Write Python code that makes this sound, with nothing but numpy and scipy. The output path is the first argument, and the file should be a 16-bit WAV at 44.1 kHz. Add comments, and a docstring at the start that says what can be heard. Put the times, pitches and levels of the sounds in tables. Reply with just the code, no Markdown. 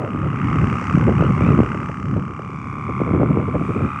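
"""An open field, with a kite high overhead: the taut ribbon of its hummer flaps about 35 times a second.
Each swing whistles through the air, out and back, and the return ends in a snap; strong wind makes
the buzz ragged. Up close, gusts rumble, buffet and slap on the microphone.
Underneath lies the faint hiss of the field, with one brief dry scuff at the start."""
import sys
import numpy as np
from scipy import signal
from scipy.fft import rfft, irfft
from scipy.io import wavfile
from scipy.ndimage import uniform_filter1d

SR = 44100
rng = np.random.default_rng(int(sys.argv[2]) if len(sys.argv) > 2 else 0)


def to_wav(sig):
    """Store sig (one row per channel, or 1-D mono) as 16-bit WAV at the path in sys.argv[1].

    Samples outside -1..1 are clipped; the rate is SR.
    """
    pcm = np.clip(np.atleast_2d(sig), -1, 1) * 32767
    pcm = np.round(pcm).astype(np.int16)
    wavfile.write(sys.argv[1], SR, pcm.T)  # frames by channels


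N = 176400

# The pace of the ribbon. Each row: time in seconds, flaps per second.
FLAP_RATE = [(0, 35.42), (.5, 35.25), (1.3, 35.33), (1.7, 35.43), (2.1, 35.66), (2.7, 35.77), (3.1, 35.64),
             (3.7, 35.74), (4, 35.5)]
# The hummer's mix. Each row: time in seconds, whistle, overtone and snap faders in dB, raggedness 0-1.
HUMMER_MIX = [(0, -31.5, -45, -26.5, 0.8), (.25, -27.5, -40, -26.5, 0.74), (.5, -23.5, -37, -21, 0.92),
              (.93, -25, -31, -17.5, 0.96), (1.13, -24.5, -33, -22.5, 0.73), (1.25, -21.5, -31, -22, 0.7),
              (1.35, -24.5, -29.5, -29, 0.77), (1.45, -22.5, -23, -28, 0.8), (1.72, -23, -42, -20.5, 0.55),
              (2.05, -29, -47, -26, 0.3), (2.38, -27.5, -40, -28, 0.24), (2.58, -29, -32.5, -35, 0.24),
              (3, -24, -28.5, -47, 0.19), (3.4, -26, -33.5, -50, 0.38), (3.65, -26.5, -33.5, -43, 0.47),
              (3.95, -23.5, -31, -28.5, 0.45)]
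# The whistle follows the air speed over the ribbon. Each row: time in seconds, base pitch in Hz.
WHISTLE_PITCH = [(0, 1266), (.3, 1194), (.63, 1207), (.85, 1242), (1.14, 1148), (1.26, 1337), (1.31, 1126),
                 (1.42, 1162), (1.49, 1226), (1.59, 1168), (1.7, 1237), (2.1, 1199), (2.5, 1177),
                 (3.1, 1145), (3.5, 1165), (3.8, 1220), (4, 1223)]
# The whistles in one flap, main out and back strokes first. Each row: place in turns, half-width in ms,
# pitch ratio, glide in Hz per ms, whistle trim in dB, overtone trim in dB.
SWINGS = [(-0.023, 1.64, 0.975, 5.5, -2.5, -3.5), (0.5045, 1.34, 1.026, 45.5, 0.56, -8.5),
          (0.26, 1.17, 1.04, -1, -10.5, -15), (.75, 1.9, 0.99, -12.5, -11, -19),
          (0.415, 0.56, 0.91, 14, -7.5, -19), (0.05, 4.3, 0.69, 1.5, -19, -27.5)]
# The tone of the torn air and of the ribbon's edge hiss. Each row: frequency in Hz, relative level in dB.
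WAKE_EQ = [(400, -41), (720, -10.5), (880, -6), (960, -5), (1200, 3.5), (1450, -5.5), (1700, -14),
           (2100, -5.5), (2450, -13.5), (2800, -16.5), (3200, -29), (3700, -40), (6000, -74)]
EDGE_EQ = [(3000, -33), (3900, -11), (4700, -3), (5800, 0.5), (7000, -3.5), (8500, -7.5), (9400, -18),
           (10300, -37)]
# Fader rides for edge hiss, gusts and field hiss. Each row: time in seconds, relative level in dB.
EDGE_FADER = [(0, -66), (.28, -66.5), (.5, -58.5), (.88, -53.5), (1.1, -59.5), (1.5, -58.5), (1.8, -60),
              (2.3, -65), (2.65, -64), (3.05, -66), (3.3, -75.5), (4, -65.5)]
GUST_FADER = [(0, -28), (.12, -26.5), (.25, -19.5), (.32, -23), (.42, -22.5), (.6, -17), (.72, -20.5),
              (.8, -25.5), (.9, -23.5), (1.02, -14), (1.13, -17.5), (1.24, -14.5), (1.37, -19.5),
              (1.46, -13), (1.61, -16), (1.68, -26), (1.8, -24), (1.94, -30), (2.06, -24), (2.17, -19),
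              (2.24, -27.5), (2.4, -33.5), (2.53, -30.5), (2.8, -29.5), (3, -24), (3.16, -19), (3.35, -20),
              (3.5, -24), (3.62, -23), (3.73, -28), (3.85, -16), (3.92, -33.5), (4, -30)]
FIELD_FADER = [(0, -60), (1.5, -54), (2.3, -66), (3, -58), (3.55, -56.5), (3.66, -52), (4, -56)]
# Large eddies striking the microphone. Each row: peak time in seconds, nominal half-width in seconds,
# relative thump and rasp levels in dB.
BUFFETS = [(0.26, 0.012, -34, -29.5), (0.441, 0.017, -18, -48), (0.632, 0.0068, -14.5, -34),
           (0.948, 0.0047, -7, -38), (1.082, 0.01, -21, -18), (1.297, 0.0073, -18, -26),
           (1.536, 0.0073, -22, -38), (1.749, 0.0023, -24.5, -23.5), (1.896, 0.0027, -21.5, -25),
           (2.133, 0.005, -21, -37), (2.17, 0.0065, -18.5, -23), (2.496, 0.0034, -36, -31.5),
           (2.894, 0.0061, -22, -25), (3.078, 0.011, -30, -25), (3.15, 0.013, -19.5, -19.5),
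           (3.218, 0.027, -26, -22), (3.303, 0.009, -20, -24), (3.391, 0.025, -27, -26),
           (3.484, 0.0053, -24.5, -23.5), (3.552, 0.0097, -21, -18), (3.612, 0.0044, -18, -25.5),
           (3.698, 0.01, -23.5, -22.5), (3.764, 0.0075, -17, -23), (3.81, 0.03, -28.5, -29)]
# Sharp slaps of wind. Each row: start in seconds, relative level in dB, starting pitch in Hz.
SLAPS = [(.148, -10.5, 343), (.641, -9.5, 380), (.975, -4.5, 383), (1.081, -9.5, 764), (1.092, -7, 770),
         (1.207, -3, 334), (1.224, -5.5, 700), (1.41, -2.5, 335), (1.487, -4, 452), (1.504, -3.5, 380),
         (1.59, -2.5, 443), (1.603, 0.5, 458), (1.632, -9.5, 600), (2.395, -18, 726), (3.002, -13, 700),
         (3.016, -5.5, 580), (3.11, -9.5, 450), (3.137, -4, 430), (3.199, -6.5, 450), (3.215, -6.5, 690),
         (3.232, -3, 600), (3.372, -6.5, 520), (3.549, -7.5, 436)]
# The wind's three tones, from deep to rough. 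Each row: frequency in Hz, relative level in dB.
RUMBLE_EQ = [(32, -17), (42, -15), (52, -11), (65, -5), (100, 0), (150, 1.5), (200, -2.5), (280, -8.5),
             (400, -20.5), (600, -41), (900, -33), (1500, -33), (6000, -85)]
THUMP_EQ = [(25, -32), (45, -11), (70, -2), (130, 15), (200, 8.5), (300, 5.5), (450, -13), (900, -67),
            (3000, -88.5)]
RASP_EQ = [(40, -34), (100, -28.5), (220, 1), (350, 7), (520, -0.5), (750, -11), (1000, -16), (1500, -29),
           (2500, -31.5), (4000, -75.5), (9000, -83.5)]
# The tone of the field's hiss and of the scuff. Each row: frequency in Hz, relative level in dB.
FIELD_EQ = [(500, 1.5), (2500, 10), (3200, 6.5), (3900, -6.5), (5500, -3), (7500, -2), (8700, -2),
            (9500, -11.5), (10300, -18.5)]
SCUFF_EQ = [(200, -12), (420, -4), (600, -6.5), (760, -11.5), (1000, -15.5), (1500, -29), (4000, -77)]

SNAP_TURN = .538  # where in each flap the ribbon flips over


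def hummer():
    """The wind flaps the ribbon; whistles, snaps and hiss all ride on that cycle, one turn per flap."""
    rate, ragged = curve(FLAP_RATE), curve(HUMMER_MIX, 4)
    turns, period_ms = np.cumsum(rate) / SR - .205, 1000 / rate
    buzz = whistles(turns, period_ms, ragged) + snaps(turns, period_ms, ragged)
    return buzz + wake(turns, ragged) + edge_hiss(turns)


def whistles(turns, period_ms, ragged):
    """Every swing cuts the air with a short gliding whistle and two overtones."""
    tone_gain, overtone_gain = undb(curve(HUMMER_MIX, 1)), undb(curve(HUMMER_MIX, 2))
    pitch = curve(WHISTLE_PITCH)
    swoop_hz = 2.4 * ragged * (pitch - pitch.mean())  # rough wind gives the overtones extra swoop
    out = 0
    for place, half_ms, ratio, glide, tone_db, overtone_db in SWINGS:
        cycle, offset = around(turns, place)
        jitter, tone_scatter, overtone_scatter, detune = rng.standard_normal((200, 4))[cycle].T * ragged
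        ms = offset * period_ms + .11 * jitter
        half_turn = np.round(2 * place)
        polarity = (-1) ** half_turn  # out and back have opposite sign
        lead_ms = (place - half_turn / 2) * period_ms
        phase = 2 * np.pi * pitch * ratio * (ms * (1 + .03 * detune) + lead_ms) / 1000
        bend = np.pi * glide * ms ** 2 / 1000
        tone = polarity * np.sin(phase + bend) * bell(ms, half_ms)
        octave_phase = 1.995 * phase + bend + 2 * np.pi * swoop_hz * ms / 1000
        overtones = np.sin(octave_phase) + undb(-23.5) * polarity * np.sin(octave_phase + phase)
        overtones *= bell(ms, .95 * half_ms)
        out += tone * tone_gain * undb(tone_db + 2 * tone_scatter)
        out += overtones * overtone_gain * undb(overtone_db + 2 * overtone_scatter)
    return np.sqrt(2) * out


def snaps(turns, period_ms, ragged):
    """The ribbon flips over once a cycle: a quick upward chirp that ends in a crack."""
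    chirp_hz, glide_hz_per_ms, rise_ms, fall_ms = 1435, 111, 1, .35
    crack_hz, crack_half_ms = 2620, .44
    cycle, offset = around(turns, SNAP_TURN)
    jitter, snap_scatter, crack_scatter = rng.standard_normal((200, 3))[cycle].T * ragged
    ms = offset * period_ms + .056 * jitter
    phase_per_hz = 2 * np.pi * ms / 1000
    chirp = np.cos(phase_per_hz * (chirp_hz + glide_hz_per_ms * ms / 2))
    chirp *= bell(ms, np.where(ms < 0, rise_ms, fall_ms))
    crack = bell(ms, crack_half_ms) * np.cos(phase_per_hz * crack_hz) * undb(-8.5 + 2 * crack_scatter)
    return (chirp + crack) * undb(curve(HUMMER_MIX, 3) + 2 * snap_scatter)


def wake(turns, ragged, grain_samples=1240):
    """Torn air pulses with the swings; the steadier the wind, the more each flap sounds like the last."""
    grains = rng.standard_normal((int(turns[-1]) + 3, grain_samples))  # one noise grain per flap
    for k in range(1, len(grains)):
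        fresh = .8 * np.interp(k - 1, turns, ragged)
        grains[k] = np.sqrt(1 - fresh) * grains[k - 1] + np.sqrt(fresh) * grains[k]
    position = ((turns + 1) * grain_samples).astype(int)
    air = colour(grains.ravel()[position], WAKE_EQ)
    pulsing = .52 + pulse(turns, SWINGS[0][0]) + pulse(turns, SWINGS[1][0])
    return air * pulsing * undb(curve(HUMMER_MIX, 1) - 18 + 12 * ragged)


def edge_hiss(turns):
    """The ribbon's edge adds a bright hiss that lifts on the outward swing and flares at the flip."""
    pulsing = .48 + .4 * pulse(turns, SWINGS[0][0]) + 1.33 * pulse(turns, SNAP_TURN, half_turns=.045)
    pulsing /= np.sqrt(np.mean(pulsing ** 2))
    return noise(EDGE_EQ) * pulsing * undb(curve(EDGE_FADER))


def gusts():
    """Gusts rumble on the microphone while small eddies flicker on top."""
    rumble = compress(noise(RUMBLE_EQ), .41, window=900) * undb(.5)
    swirl = noise(RASP_EQ) * undb(-15.5 + 8.5 * np.tanh(wander(rate_hz=76)))
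    return (rumble + swirl) * undb(curve(GUST_FADER))


def buffets():
    """Large eddies hit the microphone with a thump and a rasp, striking faster than they leave."""
    t = np.arange(N) / SR
    thump_gain, rasp_gain = 0, 0
    for peak_s, half_s, thump_db, rasp_db in BUFFETS:
        strike = bell(t - peak_s, half_s * np.where(t < peak_s, .69, 1.33))
        thump_gain += undb(thump_db + 2) * strike
        rasp_gain += undb(rasp_db + 1.5) * strike
    thump = compress(noise(THUMP_EQ), .87, window=500)
    rasp = compress(noise(RASP_EQ), .99, window=350)
    return thump_gain * thump + rasp_gain * rasp


def slaps(sag_s=.0029, decay_cycles=2.73, soften_s=.000084):
    """Small fast eddies hit the microphone port: each pressure spike swings back ever more slowly."""
    t, out = np.arange(N // 20) / SR, np.zeros(2 * N)
    for start_s, db, hz in SLAPS:
        swing = np.sin(2 * np.pi * hz * sag_s * np.log1p(t / sag_s))
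        start = int(start_s * SR)
        out[start:start + len(t)] += undb(db) * swing * np.exp(-t * hz / decay_cycles)
    soften = bell(t - t.mean(), soften_s)
    return signal.fftconvolve(out[:N], soften / soften.sum(), "same")


def field(scuff_s=.023, scuff_half_s=.038):
    """The background bed: a faint hiss, with a brief dry scuff at the start."""
    scuff = noise(SCUFF_EQ) * bell(np.arange(N) / SR - scuff_s, scuff_half_s)
    return noise(FIELD_EQ) * undb(curve(FIELD_FADER)) + undb(-26) * scuff


def undb(db):
    """Decibels to gain."""
    return 10 ** (np.asarray(db) / 20)


def curve(table, col=1):
    """One column of a table as an automation curve, a value for every sample."""
    table = np.array(table)
    return np.interp(np.arange(N) / SR, table[:, 0], table[:, col])


def colour(x, eq):
    """Shape a sound with an EQ curve of (Hz, dB) points; rms 1."""
    hz, db = np.array(eq).T
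    bins_hz = np.maximum(np.arange(N // 2 + 1) * SR / N, 1)
    gain = undb(np.interp(np.log(bins_hz), np.log(hz), db))
    y = irfft(rfft(x) * gain, N)
    return y / y.std()


def noise(eq):
    """White noise through an EQ curve; rms 1."""
    return colour(rng.standard_normal(N), eq)


def wander(rate_hz):
    """Smooth random modulation with spread 1."""
    y = smooth(rng.standard_normal(N), int(SR / rate_hz))
    return y / y.std()


def compress(x, amount, window):
    """Iron out a noise's own swells by an amount from 0 to 1; rms 1."""
    y = x / smooth(x * x, window) ** (amount / 2)
    return y / y.std()


def smooth(x, window):
    """Two passes of a moving average, its window in samples."""
    return uniform_filter1d(uniform_filter1d(x, window), window)


def bell(x, half_width):
    """Bell-shaped envelope; the half-width is one standard deviation."""
    return np.exp(-.5 * (x / half_width) ** 2)


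def around(turns, place):
    """Flap index, and offset in turns from the nearest pass through a place in the cycle."""
    cycle = np.round(turns - place)
    return cycle.astype(int) + 2, turns - place - cycle


def pulse(turns, place, half_turns=.078):
    """One soft swell per flap, centred on a place in the cycle."""
    return bell(around(turns, place)[1], half_turns)


def scene():
    """The mono mix: hummer overhead, wind up close, field behind."""
    return (hummer() + gusts() + buffets() + slaps() + field())[None]


def record(dry, low_cut_hz=58, high_cut_hz=15500):
    """Roll off the deepest bass and the very top."""
    lean = signal.sosfilt(signal.butter(4, low_cut_hz, "high", fs=SR, output="sos"), dry)
    return signal.sosfilt(signal.ellip(8, .2, 70, high_cut_hz, fs=SR, output="sos"), lean)


dry = scene()
out = record(dry)
to_wav(out)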